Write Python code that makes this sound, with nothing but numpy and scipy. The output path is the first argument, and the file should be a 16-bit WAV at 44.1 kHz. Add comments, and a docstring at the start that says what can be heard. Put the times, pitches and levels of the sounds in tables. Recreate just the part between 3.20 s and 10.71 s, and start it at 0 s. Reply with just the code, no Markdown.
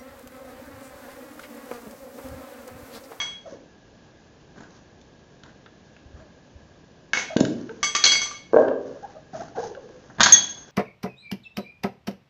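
"""A steel scraper rings faintly and a coiled hose rubs and groans on a knee, in a small tiled room.
The scraper snaps the plastic tie and the coil springs loose with soft thumps. Dropped on the floor,
the blade cracks, rebounds and rings; the hose turns knock hollowly and stick-slip as the coil is lifted.
The coil is laid down: its metal couplings clatter on the tiles, one ringing loudly enough to overload
the microphone."""
import sys
import numpy as np
from scipy import signal
from scipy.fft import rfft, irfft
from scipy.io import wavfile

SR = 44100
rng = np.random.default_rng(int(sys.argv[2]) if len(sys.argv) > 2 else 0)


def generate_wav(sig):
    """Save sig (samples, or channels by samples) to the path in sys.argv[1] as 16-bit PCM at SR."""
    pcm = np.round(np.clip(np.atleast_2d(sig).T, -1, 1) * 32767).astype(np.int16)
    wavfile.write(sys.argv[1], SR, pcm)


N = 331191
T = np.arange(N) / SR

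# blade modes: (frequency [Hz], level [dB], t60 [s])
BLADE_MODES = [(1178, -7.5, 0.31), (1540, -17.5, 0.39), (1647, -20.5, .3), (2200, 1, 0.17),
               (2990, -12.5, 0.26), (3304, -2, 0.48), (4253, -18.5, 0.2), (4500, -11.5, .38),
               (4637, -9, 0.19), (5570, -20, .35), (6025, -0.5, 0.28), (6205, -9, 0.87), (7800, 8.5, 0.58)]
# blows on the blade: (time [s], crack [dB], ring [dB], leading mode [Hz], its lift [dB])
BLADE_BLOWS = [(.001, -32.5, -32.5, 3304, 12), (3.9335, -24.5, -39.5, 2200, 17.5),
               (3.972, -25, -39.5, 2200, 20.5), (4.6295, -24, -23.5, 1178, 9.5),
               (4.75, -19.5, -29, 1178, 15), (4.8394, -10, -27, 4253, 21), (4.862, -20.5, -21, 3304, 8),
               (4.919, -21, -24, 4637, 14), (4.955, -39, -29, 2200, 12.5), (5.017, -31.5, -29.5, 4253, 2),
               (5.058, -40, -41, 1178, 15), (5.112, -42, -46.5, 1178, 24)]
# steel on tile or plastic: (frequency [Hz], level [dB])
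CRACK_SPECTRUM = [(60, -31.5), (250, -9), (500, -9.5), (900, -3.5), (1250, -3), (1600, 5.5), (1900, -2),
                  (2700, -1.5), (3500, -0.5), (4300, -1.5), (5200, -1), (6300, 7), (7500, 0)]
# coupling modes: (frequency [Hz], level [dB], t60 [s])
COUPLING_MODES = [(1670, -48, 0.31), (1890, -27, 0.17), (3340, -29.5, 0.39), (3383, -15.5, 0.12),
                  (3800, -37, 0.19), (4457, -27, 0.18), (5744, -21, 0.15), (6414, -2.5, 0.15),
                  (6425, -27.5, 0.46), (7150, -29.5, 0.11)]
# couplings landing: (time [s], clack [dB], ring [dB])
COUPLING_BLOWS = [(6.899, -45.5, -58.5), (6.984, -34, -54.5), (6.998, -23, -46), (7.0055, -10.5, -27.5),
                  (7.0321, -11, -7.5), (7.0605, -12.5, -24.5), (7.123, -18, 9.5)]
# coupling on tile: (frequency [Hz], level [dB])
CLACK_SPECTRUM = [(60, -26), (150, -12.5), (240, -8), (400, -15), (800, -2.5), (1250, 0.5), (1640, 6.5),
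                  (1900, -0.5), (2600, -7), (3400, 0.5), (4000, 1), (5400, -4.5), (6200, -1), (6650, 6),
                  (7400, 1)]
# hose and hands on the knee: (time [s], level [dB], pitch [Hz])
KNEE_THUMPS = [(.323, -29.5, 310), (1.403, -37, 307), (2.856, -40, 71), (2.939, -36, 68), (3.354, -37, 74),
               (4.163, -6, 257), (4.2089, -2, 270), (4.243, -12, 226.5), (6.134, -33, 198),
               (6.217, -27, 356)]
# coil shifting and being grabbed: (time [s], level [dB], pitch [Hz])
COIL_KNOCKS = [(4.165, -18.5, 444), (4.206, -22.5, 602), (5.3335, -16, 403), (5.3425, -11, 482),
               (5.3625, -10.5, 505), (5.369, -10, 630), (6.37, -32.5, 672)]
# struck hose wall: (frequency [Hz], level [dB])
WALL_SPECTRUM = [(60, -30.5), (150, -14), (265, 5), (380, 3.5), (620, 7.5), (800, -3.5), (1100, -3),
                 (1350, -17), (1580, -3), (1900, -26.5), (2400, -42), (7000, -59.5)]
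# hollow ring of the hose: (frequency [Hz], level [dB], t60 [s])
HOSE_MODES = [(255.7, -7, 0.37), (270, 1, 0.38), (391, -12, 1), (492, -14.5, 1), (573, -11.5, 0.25),
              (658, -7.5, 0.42), (773, -13.5, .6), (1615, -9.5, .35)]
# turn dragging over turn: (start [s], length [s], level [dB], pitch [Hz])
GROAN_BOUTS = [(0.246, 0.12, -38.5, 542), (2.99, 0.098, -52.5, 524), (4.091, 0.067, -33.5, 742),
               (4.484, 0.046, -35, 400), (5.5, 0.3, -29.5, 571.3), (5.823, 0.047, -35, 720),
               (5.946, .05, -40.5, 726), (6.131, 0.11, -31, 709), (6.348, .13, -31.5, 680),
               (6.362, 0.44, -29, 449.8)]
# tie and hose sleeve: (time [s], level [dB], tilt [dB/octave])
PLASTIC_TICKS = [(1.814, -57.5, 11), (2.235, -47.5, 5), (2.461, -47.5, -7), (2.765, -53, -2),
                 (4.1676, -28, 6.5), (4.204, -28, 13.5), (4.2506, -31.5, 4), (4.493, -39.5, -7.5),
                 (5.483, -37, -7.5), (6.549, -43.5, -6)]
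# hard plastic: (frequency [Hz], level [dB])
TICK_SPECTRUM = [(80, -13), (400, -11), (1100, -8), (1580, 15.5), (2000, -2.5), (3500, 0.5), (4800, -8.5),
                 (6500, -5), (7500, -12.5)]
# hose over cloth and skin: (start [s], length [s], relative rub [dB], relative hiss [dB])
RUB_STROKES = [(0, 0.11, -47.5, -70.5), (0.245, 0.097, -50, -58), (1.35, .08, -43, -64),
               (1.477, 0.092, -50.5, -58.5), (2.226, 0.05, -46.5, -70), (2.93, 0.083, -50.5, -70),
               (4.306, .35, -50.5, -59.5), (5.313, 0.12, -41.5, -61), (5.587, 0.34, -50.5, -62.5),
               (6.118, .1, -40.5, -51), (6.341, 0.065, -38, -50), (6.4, 0.042, -40, -45),
               (6.58, 0.44, -54, -64.5), (7.34, 0.22, -50, -57.5)]
# low friction noise: (frequency [Hz], level [dB])
RUB_SPECTRUM = [(50, -9), (140, 4), (320, -0.5), (600, -8), (1050, -5.5), (1350, -8), (1600, -4),
                (2200, -19.5), (5000, -24)]
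# high friction noise: (frequency [Hz], level [dB])
HISS_SPECTRUM = [(500, -21), (1800, -9), (3000, -3), (4600, 3), (6500, 8.5), (7500, -16.5)]
# still room: (frequency [Hz], level [dB])
AIR_SPECTRUM = [(15, -44.5), (28, -9.5), (70, -3.5), (130, -0.5), (240, -2), (400, -5.5), (550, -6.5),
                (850, -13.5), (1400, -22), (1660, -19.5), (2100, -23), (2900, -21.5), (7000, -28.5),
                (9000, -61.5)]
# diffuse decay: (frequency [Hz], t60 [s])
TAIL_T60 = [(100, 0.69), (250, 0.71), (550, 0.72), (1200, 0.33), (3000, 0.62), (7000, 0.34)]
# standing waves between the walls: (frequency [Hz], level [dB], t60 [s])
STANDING_MODES = [(197, -1.5, 0.2), (218, -5.5, 0.58), (250, -2, 1), (277.3, 2.5, 0.18), (306, -6.5, 0.43),
                  (429, -3.5, 0.34), (540, -3.5, 0.96), (602, -9.5, 0.47), (648, 0.5, 0.38)]

MIC_HZ, TOP_HZ = 7150, 16000


def undb(db):
    """Decibels to gain."""
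    return 10 ** (np.asarray(db) / 20)


def unit(x):
    """Scale to rms 1."""
    return x / np.sqrt(np.mean(x ** 2))


def fade(t, t60_s):
    """Gain falling 60 dB per t60_s."""
    return np.exp(-np.log(1000) * t / t60_s)


def at(points, hz):
    """Interpolate (frequency [Hz], value) points on a log axis."""
    f, value = np.transpose(points)
    return np.interp(np.log(np.maximum(hz, 1)), np.log(f), value)


def add(track, time_s, sound):
    """Mix a sound in at time_s."""
    i = max(int(time_s * SR), 0)
    track[i:i + len(sound)] += sound[:N - i]


def noise(spectrum):
    """Coloured noise, rms 1."""
    gain = undb(at(spectrum, np.fft.rfftfreq(N, 1 / SR)))
    return unit(irfft(rfft(rng.standard_normal(N)) * gain, N))


def walk(rate_hz):
    """Random wander, spread near 1."""
    knots = np.arange(0, T[-1] + 1, 1 / rate_hz)
    return np.interp(T, knots, rng.standard_normal(len(knots)))


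def ring(modes, lift_db=0, detune=0):
    """One second of decaying modes."""
    hz, db, t60_s = np.transpose(modes)
    t = T[:SR]
    hz = hz * (1 + detune * rng.standard_normal(len(hz)))
    return undb(db + lift_db) @ (np.sin(2 * np.pi * np.outer(hz, t)) * fade(t, t60_s[:, None]))


def contact(spectrum, tilt_db_oct, decay_s, grit, hz, lift_db=0, width_oct=0.2, size=4096):
    """A push and a dying spray of micro-contacts, coloured by the struck body."""
    f = np.maximum(np.fft.rfftfreq(size, 1 / SR), 20)
    octaves = np.log2(f / hz)
    db = at(spectrum, f) + tilt_db_oct * np.maximum(octaves, -2)
    db += lift_db / (1 + (octaves / width_oct) ** 2)
    db -= 20 * np.log10(1 + (f / MIC_HZ) ** 8)
    cepstrum = irfft(np.log(undb(db)))
    cepstrum[1:size // 2] *= 2
    cepstrum[size // 2 + 1:] = 0  # causal: nothing sounds before the blow
    spray = rng.standard_normal(size) * np.exp(-T[:size] / decay_s)
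    push = grit * spray / np.linalg.norm(spray)
    push[0] += 1
    blow = irfft(rfft(push) * np.exp(rfft(cepstrum)))
    return blow / np.linalg.norm(blow) * np.sqrt(SR / 100)  # energy of 10 ms at rms 1


def scraper(let_go_s=4.5, flat_s=5.12, rebound_s=0.014, touch_db=-2.7):
    """Each blow cracks, damps the blade and rings it anew; the contact point picks the leading mode."""
    cracks, rings = np.zeros((2, N))
    blows = [(s, crack_db, ring_db, 0, hz, lift_db) for s, crack_db, ring_db, hz, lift_db in BLADE_BLOWS]
    # the springy blade strikes again, weaker and brighter
    blows += [(s + rebound_s, crack_db - 6, ring_db - 5.5, 6, 2200, 12)
              for s, crack_db, ring_db, _, _ in BLADE_BLOWS]
    mode_hz = np.array(BLADE_MODES)[:, 0]
    touches_s = np.sort(np.array(blows)[:, 0])
    for s, crack_db, ring_db, tilt_db_oct, lead_hz, lead_db in blows:
        held = s < let_go_s  # in the hand: duller, damped, dragging
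        tilt_db_oct -= 4.5 * held
        decay_s, lift_share = (0.03, 0.41) if held else (0.0072, 0.73)
        crack = contact(CRACK_SPECTRUM, tilt_db_oct, decay_s, grit=7.9, hz=lead_hz,
                        lift_db=lift_share * lead_db, width_oct=0.13)
        add(cracks, s, undb(crack_db) * crack)
        lift_db = (1.5 + tilt_db_oct) * np.log2(mode_hz / 3000)
        lift_db[np.argmin(abs(mode_hz - lead_hz))] += lead_db
        later_touches = np.searchsorted(touches_s[touches_s > s], s + T[:SR])
        damping = undb(touch_db * later_touches) * fade(held * T[:SR], t60_s=1.3)
        add(rings, s, undb(ring_db) * damping * ring(BLADE_MODES, lift_db, detune=0.001))
    rings *= fade(np.maximum(T - flat_s, 0), t60_s=0.12)  # at rest, flat on the tile
    return (room(cracks, wet_db=-2.5, build_s=0.0011, standing_db=-79)
            + room(rings, wet_db=-7.5, build_s=0.0096))


def couplings(chatter_s=0.007, chatter_db=-4):
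    """Metal ends clack on tile, damped by the hose; one bounces free and rings."""
    clacks, rings = np.zeros((2, N))
    for s, clack_db, ring_db in COUPLING_BLOWS:
        tilt_db_oct = 5.5 + 0.3 * ring_db  # freer is brighter
        for late_s, edge_db in (0, 0), (chatter_s, chatter_db):  # both edges of the nut land
            clack = contact(CLACK_SPECTRUM, tilt_db_oct, decay_s=0.0053, grit=3.5, hz=1590,
                            lift_db=4.5, width_oct=0.12)
            add(clacks, s + late_s, undb(clack_db + edge_db) * clack)
        add(rings, s, undb(ring_db) * ring(COUPLING_MODES))
    return room(clacks, wet_db=-5, build_s=0.007) + room(rings, wet_db=-13.5, build_s=0.01)


def thumps(decay_cycles=0.36):
    """Soft blows on the knee, a cycle or two each; a small body radiates little below its pitch."""
    out, t = np.zeros(N), T[:SR // 5]
    for s, db, hz in KNEE_THUMPS:
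        decay_s = decay_cycles / hz
        push = t / decay_s * np.exp(1 - t / decay_s) * np.sin(2 * np.pi * hz * t)
        highpass = signal.butter(2, hz / 2, "high", fs=SR, output="sos")
        add(out, s, undb(db) * signal.sosfilt(highpass, push))
    return room(out, wet_db=-7, build_s=0.019, standing_db=-63)


def coil_knocks(firm_tilt_db_oct=-1.05, firm_contact_s=0.0035, hollow_db=-16, low_cut_hz=90):
    """Turns knock and ring hollow; longer contacts scuff more."""
    out = np.zeros(N)
    firm = [(s, db, hz, firm_tilt_db_oct, firm_contact_s) for s, db, hz in COIL_KNOCKS]
    for s, db, hz, tilt_db_oct, contact_s in firm + list(settling()):
        knock = contact(WALL_SPECTRUM, tilt_db_oct, contact_s, grit=contact_s / 0.0085, hz=hz,
                        lift_db=11.5, width_oct=0.31)
        add(out, s, undb(db) * knock)
        add(out, s, undb(db + hollow_db) * ring(HOSE_MODES, detune=0.0096))
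    highpass = signal.butter(2, low_cut_hz, "high", fs=SR, output="sos")
    return room(signal.sosfilt(highpass, out), wet_db=-6.5, build_s=0.013, standing_db=-69)


def settling(start_s=5.386, first_db=-16, fade_db_per_s=57.5, pitch_hz=448, tilt_db_oct=2):
    """Knocks of turns settling after the grab: ever sparser, weaker and longer in contact."""
    gaps_s = 0.017 * 1.2 ** np.arange(6)
    for late_s, gap_s in zip(np.cumsum(gaps_s) - gaps_s, gaps_s):
        hz = pitch_hz * np.exp(0.12 * rng.standard_normal())
        contact_s = 0.49 * gap_s
        yield start_s + late_s, first_db - fade_db_per_s * late_s, hz, tilt_db_oct, contact_s


def groans(slip_s=0.062, duty=0.93, fade_db_per_s=53, scatter=0.0713, jitter=0.11, overtone_db=-17):
    """Stick-slip between turns: short unsteady tones, weakening as the strain eases."""
    out = np.zeros(N)
    wander, grip = walk(220), undb(4 * walk(130))
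    for start_s, length_s, db, hz in GROAN_BOUTS:
        count = max(round(length_s / slip_s), 1)
        period_s = length_s / count
        for late_s in period_s * np.arange(count):
            s = start_s + late_s
            span = slice(int(s * SR), int((s + duty * period_s) * SR))
            pitch_hz = hz * (1 + scatter * rng.standard_normal() + jitter * wander[span])
            phase = 2 * np.pi * np.cumsum(pitch_hz) / SR
            slip = grip[span] * (np.sin(phase) + undb(overtone_db) * np.sin(2 * phase))
            swell = np.sin(np.linspace(0, np.pi, len(slip)))
            add(out, s, undb(db - fade_db_per_s * late_s) * unit(slip) * swell)
    return room(out, wet_db=-10.5, build_s=0.0043)


def ticks(snap_s=3.9335, snap_db=-18.5):
    """Short snaps of hard plastic; the breaking tie is the sharpest."""
    out = np.zeros(N)
    snap = contact(TICK_SPECTRUM, tilt_db_oct=-3, decay_s=0.001, grit=1.9, hz=2000)
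    add(out, snap_s, undb(snap_db) * snap)
    for s, db, tilt_db_oct in PLASTIC_TICKS:
        add(out, s, undb(db) * contact(TICK_SPECTRUM, tilt_db_oct, decay_s=0.0035, grit=2.7, hz=2000))
    return room(out, wet_db=-6.5, build_s=0.0021, standing_db=-78)


def rubbing(attack_s=0.031, release_s=0.052, gain_db=-4):
    """The hose catches and slips over trousers and palms in grainy strokes."""
    rub_gain, hiss_gain = undb(-62), undb(-71.5)  # the coil is never quite still
    for s, length_s, rub_db, hiss_db in RUB_STROKES:
        attack = np.clip((T - s) / attack_s, 0, 1)
        stroke = attack * np.exp(-np.clip(T - s - length_s, 0, 1) / release_s)
        rub_gain = np.maximum(rub_gain, undb(rub_db) * stroke)
        hiss_gain = np.maximum(hiss_gain, undb(hiss_db) * stroke)
    catch = undb(1.2 * walk(45) + 3.3 * walk(350))
    slide = catch * (noise(RUB_SPECTRUM) * rub_gain + noise(HISS_SPECTRUM) * hiss_gain)
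    return undb(gain_db) * room(slide, wet_db=-9.5, build_s=0.0035, standing_db=-74)


def air(tone_db=-52.5, whirr_db=-67.5, whirr_hz=1650, whirr_width=0.07):
    """Quiet room tone with a faint narrow whirr."""
    band_hz = whirr_hz * (1 + whirr_width * np.arange(-2, 3))
    whirr = noise(np.c_[band_hz, [-60, -12, 0, -12, -60]])
    return noise(AIR_SPECTRUM) * undb(tone_db + 0.5 * walk(6)) + undb(whirr_db) * whirr


def room(dry, wet_db, build_s, standing_db=-85):
    """Direct sound, standing waves and a diffuse tail building up between the tiles."""
    t = T[:SR]
    f = np.fft.rfftfreq(SR, 1 / SR)
    white = rfft(rng.standard_normal(SR))
    centres_hz = np.geomspace(60, 8000, 9)
    tail = np.zeros(SR)
    for hz, share in zip(centres_hz, np.eye(len(centres_hz))):
        band = irfft(white * at(np.c_[centres_hz, share], f), SR)
        tail += band * fade(t, at(TAIL_T60, hz))
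    tail *= 1 - np.exp(-(t / build_s) ** 2)
    response = undb(wet_db) * tail / np.linalg.norm(tail) + undb(standing_db) * ring(STANDING_MODES)
    return dry + signal.fftconvolve(dry, response)[:N]


def scene():
    """All sources in mono, heard from above the knee."""
    return (scraper() + couplings() + thumps() + coil_knocks() + groans() + ticks() + rubbing()
            + air())[None]


def record(dry, ceiling=0.84):
    """Narrow-band microphone: rounds loud peaks, clips the loudest."""
    rounded = dry / (1 + (dry / ceiling) ** 4) ** 0.25
    narrow = signal.sosfilt(signal.cheby1(12, 0.3, MIC_HZ, fs=SR, output="sos"), rounded)
    clipped = np.clip(narrow, -1, 1)
    return signal.sosfilt(signal.ellip(8, 0.2, 70, TOP_HZ, fs=SR, output="sos"), clipped)


dry = scene()
out = record(dry)
generate_wav(out)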